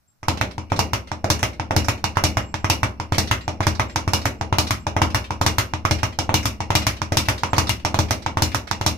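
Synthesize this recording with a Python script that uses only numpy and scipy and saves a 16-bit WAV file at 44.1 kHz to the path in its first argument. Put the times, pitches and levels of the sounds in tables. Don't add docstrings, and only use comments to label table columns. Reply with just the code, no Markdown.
import sys
import numpy as np
from scipy import signal
from scipy.fft import rfft, irfft, next_fast_len
from scipy.io import wavfile

SR = 44100
rng = np.random.default_rng(int(sys.argv[2]) if len(sys.argv) > 2 else 0)


def output_pcm(signal):
    pcm = np.clip(np.atleast_2d(signal).T, -1, 1) * 32767
    wavfile.write(sys.argv[1], SR, np.round(pcm).astype(np.int16))


N = 395577
SOUND_M_PER_S = 343

# f/Hz, relative level/dB
HUSH_SPECTRUM = [(18, -31), (30, -8), (112, -3), (404, -20), (2540, -22), (3140, -24), (5590, -23),
                 (10800, -23), (16000, -23)]
HUSH_RMS_DB = -67
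# t/s, length/s, level/dB
CRICKET_CHIRPS = [(0.072, 0.037, -66), (2.346, .02, -70), (2.42, 0.11, -59), (2.596, 0.018, -58),
                  (3.404, 0.054, -56), (3.882, 0.051, -57), (4.314, 0.11, -66), (4.777, 0.061, -64),
                  (7.5, .03, -50)]
CRICKET_HZ = 7490
# t/s, relative slap level/dB, relative boom level/dB, relative chatter level/dB, slap pitch f/Hz, left-right/dB
BAG_CONTACTS = [ (.23, -32.5, -37, -48, 1010, 0), (0.283, -13.5, -18, -26.5, 920, -13),
                (.412, -18, -26, -32, 810, -16), (.58, -27.5, -25.5, -42.5, 920, 12),
                (.719, -14, -20, -39, 884, -3.5), (.791, -12.5, -18, -23.5, 896, -6),
                (.933, -17, -26, -28, 1010, -3), (1.116, -24, -26.5, -39.5, 904, -11),
                (1.243, -15.5, -22.5, -36.5, 750, -8), (1.301, -15, -16.5, -19.5, 990, 3),
                (1.429, -17.5, -25.5, -26, 810, -4.5), (1.597, -23, -24, -41, 860, -9),
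                (1.708, -15, -24.5, -38, 810, -2), (1.764, -16, -13, -22.5, 810, -12),
                (1.884, -15.5, -23.5, -26.5, 930, -5), (2.041, -19.5, -22, -27, 910, -13),
                (2.17, -11.5, -20.5, -33, 1050, -11), (2.238, -14.5, -16, -20, 840, -1),
                (2.37, -16, -24, -30.5, 900, -4), (2.541, -24, -25, -35, 910, -10),
                (2.644, -17.5, -20, -34.5, 1040, -4), (2.699, -14.5, -19.5, -20, 890, -7),
                (2.831, -14.5, -22.5, -31, 1010, -5), (2.999, -24, -26, -38, 950, -6),
                (3.122, -18.5, -18, -34.5, 950, -5), (3.182, -17.5, -15.5, -20.5, 774, -3),
                (3.312, -14.5, -23, -26.5, 1030, -2), (3.479, -21, -23, -35.5, 836, -6),
                (3.605, -16.5, -20, -38.5, 940, -4.5), (3.668, -14.5, -14, -25.5, 972, -16.5),
                (3.796, -14, -24.5, -31, 980, -3), (3.959, -19.5, -22, -26.5, 930, -10.5),
                (4.077, -20.5, -18.5, -35, 1100, 0), (4.134, -15.5, -19.5, -20.5, 893, -1),
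                (4.255, -17, -24.5, -28, 880, -10), (4.411, -22, -22.5, -38, 846, -12),
                (4.526, -14, -17.5, -36.5, 970, -3), (4.584, -13.5, -17.5, -20, 910, 8),
                (4.707, -16, -24.5, -25.5, 1100, 8), (4.867, -20, -22.5, -35, 880, -2),
                (4.965, -15, -20, -37, 850, 1), (5.017, -11, -14.5, -26.5, 970, -1),
                (5.146, -15.5, -23.5, -25.5, 1010, 0), (5.306, -21.5, -24.5, -37, 950, -3),
                (5.413, -14, -20, -29, 950, -4), (5.463, -14.5, -15, -21, 939, 7),
                (5.583, -15, -23.5, -22.5, 1050, -1), (5.736, -23, -22.5, -37.5, 930, -16.5),
                (5.851, -12.5, -20.5, -31, 1150, -6), (5.91, -17, -14, -25, 830, -11),
                (6.031, -17.5, -24, -29.5, 950, -4), (6.188, -20.5, -22, -26.5, 826, -11),
                (6.292, -14, -22, -42, 890, -5), (6.341, -14.5, -15, -19.5, 910, 0),
                (6.455, -19, -24.5, -24.5, 1050, 6), (6.604, -22.5, -24, -36.5, 884, -4),
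                (6.704, -14, -20.5, -33, 910, -1), (6.752, -15, -16, -19.5, 910, 9),
                (6.867, -17, -23.5, -23, 980, 1), (7.017, -23.5, -23, -34.5, 990, -15),
                (7.121, -19, -20.5, -32.5, 667, -1), (7.17, -16, -16.5, -18.5, 970, 7),
                (7.285, -17, -22.5, -24.5, 950, 5), (7.434, -18.5, -24.5, -31, 950, -14),
                (7.532, -13.5, -21.5, -35.5, 920, -8), (7.581, -12.5, -14.5, -21.5, 980, -4),
                (7.693, -19, -24.5, -23.5, 950, 11), (7.849, -18, -22, -27, 886, -7),
                (7.943, -16, -23, -33, 890, -6), (7.989, -13.5, -14, -24.5, 890, -9),
                (8.108, -18.5, -25.5, -25, 770, -11), (8.262, -19.5, -25, -35.5, 900, -10),
                (8.371, -14.5, -21.5, -35, 1010, -1), (8.421, -17.5, -14.5, -20, 900, 7),
                (8.546, -18, -26.5, -27, 970, -10), (8.712, -22, -25, -30, 910, -22.5),
                (8.812, -21, -24.5, -35, 860, -4), (8.863, -15, -17, -20, 930, -5)]
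# crack offset/dB, air offset/dB, slap decay/ms
STRUCK_PLACES = [(-2.2, 7, 0.9), (-5, 3.5, 0.92), (-0.3, 7, 0.86), (-1.9, 0, 1.34)]
CRACK_FROM_CHATTER, AIR_PER_CHATTER = 0.4, 1.472
# f/Hz, t60/s, fist strength, far edge strength, near edge strength, left-right/dB
BOARD_MODES = [(45.5, 0.52, 0.076, 0.022, 0.081, -1), (65.8, 0.61, 0.04, -0.069, 0.19, 2.5),
               (80.34, 0.61, 0.053, -0.16, 0.0086, 6), (94, 0.23, 0.51, 0.22, 0.59, 0.5),
               (107.8, 0.26, 0.17, 0.19, 0.51, 2), (126.2, 0.15, 0.13, 0.28, -0.4, 6),
               (168, 0.19, 0.099, 0.021, -0.059, 6.5), (211.9, 0.49, 0.062, 0.067, 0.084, -15),
               (249.7, 0.48, 0.027, -0.065, 0.12, 1.8), (280.3, 0.12, 0.26, -0.032, 0.39, -1),
               (309.4, 0.22, 0.16, 0.32, -0.22, 5), (362.3, 0.39, 0.065, 0.031, -0.065, 21),
               (636.3, 0.27, 0.096, 0.015, 0.18, 16)]
# f/Hz, width/Hz, relative level/dB
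STEEL_MODES = [(2280, 350, 6), (2856, 53, 15), (4170, 250, -8), (4700, 120, -36), (5450, 116, -7.5),
               (5520, 280, 0.5), (7600, 99, -19)]
# low f/Hz, high f/Hz, decay/ms, delay/ms, rise/ms
LEATHER_BANDS = [(1100, 2656, 0.72, 0.9025, 0.05), (3220, 7080, 1, 1.103, 0.42),
                 (7400, 15300, 0.78, 0.045, 0.19)]
LEATHER_GAIN_DB = [2.5, 7, 7]
LEATHER_TICK_DB = [9, 13, 15]
# t/s, relative level/dB, strongest f/Hz
SWIVEL_RATTLES = [(0.371, -21, 2550), (0.509, -29.5, 2200), (0.698, -29, 2260), (0.759, -19, 3750),
                  (1.071, -28.5, 2350), (1.389, -18, 5900), (1.529, -31, 2060), (1.843, -18.5, 5370),
                  (1.974, -31, 2130), (2.154, -28, 1870), (3.141, -14.5, 2620), (3.271, -19.5, 3400),
                  (3.406, -27.5, 2200), (3.626, -16, 1960), (3.748, -25, 3960), (3.894, -27.5, 2200),
                  (4.213, -21, 3800), (4.667, -14.5, 3820), (5.099, -23.5, 2600), (5.24, -24.5, 2600),
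                  (5.984, -23.5, 2260), (6.123, -30, 2290), (6.426, -17.5, 5530), (6.817, -16.5, 2320),
                  (6.963, -25, 2580), (7.253, -22, 2500), (7.377, -19, 3640), (7.562, -16.5, 4230),
                  (7.668, -15, 3650), (7.794, -32, 2320), (8.082, -25.5, 2200), (8.22, -26, 3770),
                  (8.515, -21.5, 2280), (8.671, -23.5, 2100)]
# f/Hz, t60 of the main decay/s, relative level/dB
ROOM_BANDS = [(206, 0.66, 7), (462, 0.27, 1.5), (790, 0.23, -11.5), (2290, 0.17, 0), (6400, 0.15, 0.5),
              (15200, 0.16, -2)]
# f/Hz, gain/dB
PORT_COLOUR = [(15, 0), (35, -4), (60, 3.5), (330, 2.5), (420, 0), (600, 5.5), (1500, 2.5), (3000, -5),
               (4000, -1.5), (5700, -1.5), (7000, -4.5), (10000, -5.5), (10600, -5.5), (15000, -3),
               (16000, -16), (16700, -18)]
# f/Hz, left-right/dB
PORT_FACING = [(450, 0), (1000, -4), (1500, -5), (2200, 3), (3200, 3), (4500, -1), (5700, -8), (7000, 0),
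               (9500, 2), (10500, 8), (13700, 0)]
PORT_GAP_M, CUTOFF_HZ = 0.165, 16900


def amp(db):
    return 10 ** (np.asarray(db) / 20)


def rms_one(x):
    return x / np.sqrt(np.mean(x ** 2) + 1e-20)


def at_hz(points, hz, column=1):
    points = np.array(points)
    return np.interp(np.log(np.maximum(hz, 1)), np.log(points[:, 0]), points[:, column])


def clicks(times_s, sizes):
    out = np.full(N, 1e-18)
    at = (np.asarray(times_s) * SR).astype(int)
    out[np.minimum(at, N - 1)] = sizes
    return out


def dying(x, ms):
    return signal.lfilter([1], [1, -np.exp(-1000 / (ms * SR))], x)


def soft_push(x, ms):
    return dying(x, ms) * 1000 / (ms * SR)


def band(x, low_hz, high_hz):
    sos = signal.butter(2, [low_hz, min(high_hz, 0.45 * SR)], "band", fs=SR, output="sos")
    return signal.sosfilt(sos, x)


def resonate(x, hz, width_hz):
    r = np.exp(-np.pi * width_hz / SR)
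    poles = [1, -2 * r * np.cos(2 * np.pi * hz / SR), r * r]
    return signal.lfilter([(1 - r * r) / 2, 0, (r * r - 1) / 2], poles, x)


def grit(per_s, spread_db):
    sizes = amp(spread_db * np.minimum(rng.exponential(1, N), 4))
    signed = sizes * rng.choice([-1, 1], N)
    return rms_one(signed * (rng.random(N) < per_s / SR))


def hush():
    size = next_fast_len(N)
    colour = amp(at_hz(HUSH_SPECTRUM, np.fft.rfftfreq(size, 1 / SR)))
    noise = rng.standard_normal((2, size))
    return amp(HUSH_RMS_DB) * rms_one(irfft(rfft(noise) * colour, size)[:, :N])


def cricket():
    t_s = np.arange(N) / SR
    level = np.zeros(N)
    for start_s, length_s, db in CRICKET_CHIRPS:
        to_edge_s = np.minimum(t_s - start_s, start_s + length_s - t_s)
        level += amp(db) * np.clip(to_edge_s / 0.0046, 0, 1)
    tone = resonate(rng.standard_normal(N), CRICKET_HZ, width_hz=100)
    return level * rms_one(resonate(tone, CRICKET_HZ, width_hz=100))


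def contacts():
    t_s, slap_db, boom_db, chatter_db, pitch_hz, pan_db = np.transpose(BAG_CONTACTS)
    crack_offset_db, air_offset_db, fall_ms = np.resize(STRUCK_PLACES, (len(t_s), 3)).T
    crack_db = crack_offset_db + slap_db + CRACK_FROM_CHATTER * (chatter_db - slap_db)
    air_db = air_offset_db + AIR_PER_CHATTER * chatter_db
    return dict(t_s=t_s, slap_db=slap_db, boom_db=boom_db, crack_db=crack_db, chatter_db=chatter_db,
                air_db=air_db, pitch_hz=pitch_hz, pan_db=pan_db, fall_ms=fall_ms)


def air_ahead(hits, ahead_db, ahead_ms):
    strikes = clicks(hits["t_s"], amp(hits["boom_db"] + ahead_db))
    building = dying(strikes[::-1], ahead_ms)[::-1]
    return soft_push(building, 1.2)


def boom(hits, push_ms, boom_db):
    turns = slice(0, None, 4), slice(1, None, 2), slice(2, None, 4)
    pushes = [clicks(hits["t_s"][turn], amp(hits["boom_db"][turn] + boom_db)) for turn in turns]
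    out = np.zeros((2, N))
    for hz, t60_s, fist, far, near, pan_db in BOARD_MODES:
        r = amp(-60 / (t60_s * SR))
        cosine = np.cos(2 * np.pi * hz / SR)
        push = fist * pushes[0] + far * pushes[1] + near * pushes[2]
        mode = signal.lfilter([1, -r * cosine], [1, -2 * r * cosine, r * r], push)
        out -= mode * amp([[pan_db / 2], [-pan_db / 2]])
    return soft_push(out, push_ms)


def jolts(hits, jolt_db, jolt_ms, swing_db, swing_ms):
    jolt = dying(clicks(hits["t_s"], amp(hits["chatter_db"] + jolt_db)), jolt_ms)
    swing = dying(clicks(hits["t_s"], amp(hits["boom_db"] + swing_db)), swing_ms)
    ticks = grit(1500, spread_db=8)
    ringing = np.zeros(N)
    for k, (hz, width_hz, db) in enumerate(STEEL_MODES):
        ringing += amp(db) * resonate(ticks, hz, width_hz) * (-1) ** k
    return (jolt + swing) * rms_one(ringing)


def leather(hits):
    out = np.zeros(N)
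    levels_db = hits["crack_db"], hits["chatter_db"], hits["air_db"]
    rows = zip(LEATHER_BANDS, levels_db, LEATHER_GAIN_DB, LEATHER_TICK_DB)
    for (low_hz, high_hz, fall_ms, late_ms, rise_ms), level_db, gain_db, tick_db in rows:
        strikes = clicks(hits["t_s"] + late_ms / 1000, amp(level_db + gain_db))
        per_width = SR / 2 / (high_hz - low_hz)
        tick = amp(tick_db) * band(strikes, low_hz, high_hz) * per_width
        envelope = dying(strikes, fall_ms) - dying(strikes, min(rise_ms, fall_ms / 2))
        burst = envelope * rms_one(band(grit(9000, spread_db=0.5), low_hz, high_hz))
        out += burst - tick
    return out


def slap(hits, late_ms, rise_ms, slap_db):
    out = np.zeros(N + SR)
    ms = np.arange(1000) * 1000 / SR
    for t_s, peak_db, hz, fall_ms in zip(hits["t_s"], hits["slap_db"], hits["pitch_hz"], hits["fall_ms"]):
        shape = (1 - np.exp(-ms / rise_ms)) * np.exp(-ms / fall_ms)
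        at = int((t_s + late_ms / 1000) * SR)
        out[at:at + len(ms)] -= amp(peak_db + slap_db) * shape * np.sin(2 * np.pi * hz * ms / 1000)
    return out[:N]


def swings(swing_db, rise_ms, fall_ms, width_hz, broad):
    out, ticks = np.zeros(N), grit(5000, spread_db=3)
    ms = np.arange(3000) * 1000 / SR
    shape = (1 - np.exp(-(ms / rise_ms) ** 2)) * np.exp(-ms / fall_ms)
    scrape = rms_one(band(ticks, 430, 4600))
    for t_s, level_db, hz in SWIVEL_RATTLES:
        at = slice(int(t_s * SR), int(t_s * SR) + len(ms))
        region = rms_one(resonate(ticks[at], hz, width_hz))
        out[at] += amp(level_db + swing_db) * shape * (region + broad * scrape[at])
    return out


def direct(knock, clatter, pan_db, echo_db, knock_pan):
    knocks = np.array([knock + amp(echo_db) * np.roll(knock, 50), np.roll(knock, 10)])
    gap_samples = int(PORT_GAP_M / SOUND_M_PER_S * SR)
    clatters = np.array([np.roll(clatter, gap_samples), clatter])
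    sides = amp([pan_db / 2, -pan_db / 2])
    return knocks * sides ** knock_pan + clatters * sides


def room(x, starts_s, onset_ms, late_db, count):
    t_s = np.arange(SR * 2 // 5) / SR
    edges_hz = 150 * 2 ** np.arange(0, 7.1, 0.5)
    tail = 0
    for low_hz, high_hz in zip(edges_hz, edges_hz[1:]):
        hz = np.sqrt(low_hz * high_hz)
        fall_db = -60 * t_s / at_hz(ROOM_BANDS, hz)
        decay = amp(fall_db) + amp(fall_db / 2 + late_db)
        noise = band(rng.standard_normal((2, count, 1, len(t_s))), low_hz, high_hz)
        tail = tail + noise * decay * amp(at_hz(ROOM_BANDS, hz, column=2))
    onset = 1 - np.exp(-(1000 * t_s / onset_ms) ** 2)
    mid, side = rfft(tail * onset / np.sqrt(SR))
    alike = np.sinc(2 * np.fft.rfftfreq(len(t_s), 1 / SR) * PORT_GAP_M / SOUND_M_PER_S)
    ports = irfft(np.sqrt(1 + alike) * mid + np.sqrt(1 - alike) * side * [[1], [-1]], len(t_s))
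    echo_set = np.searchsorted(starts_s, np.arange(N) / SR) % count
    out = np.zeros((2, N))
    for k in range(count):
        out += signal.oaconvolve(x[None] * (echo_set == k), ports[k], axes=1)[:, :N]
    return out


def scene():
    background, chirps = hush(), cricket()
    hits = contacts()
    low = air_ahead(hits, ahead_db=-13.5, ahead_ms=14) + boom(hits, push_ms=0.94, boom_db=7.5)
    clatter = jolts(hits, jolt_db=-5, jolt_ms=20, swing_db=-36, swing_ms=110) + leather(hits)
    knock = slap(hits, late_ms=0.29, rise_ms=0.54, slap_db=12)
    clatter = clatter + swings(swing_db=-9.5, rise_ms=3.06, fall_ms=6.5, width_hz=900, broad=1)
    latest = np.maximum(np.searchsorted(hits["t_s"], np.arange(N) / SR) - 1, 0)
    near = direct(knock, clatter, hits["pan_db"][latest], echo_db=-4.5, knock_pan=0.36)
    sources = knock + clatter + chirps
    echoes = amp(19.5) * room(sources, hits["t_s"], onset_ms=0.87, late_db=-20.5, count=10)
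    return background + chirps + low + near + echoes


def record(dry):
    size = next_fast_len(N)
    hz = np.fft.rfftfreq(size, 1 / SR)
    colour = amp(at_hz(PORT_COLOUR, hz) + at_hz(PORT_FACING, hz) * [[0.5], [-0.5]])
    coloured = irfft(rfft(dry, size) * colour, size)[:, :N]
    rounded = 1.1 * np.tanh(coloured / 1.1)
    return signal.sosfilt(signal.cheby2(12, 80, CUTOFF_HZ, fs=SR, output="sos"), rounded)


dry = scene()
out = record(dry)
output_pcm(out)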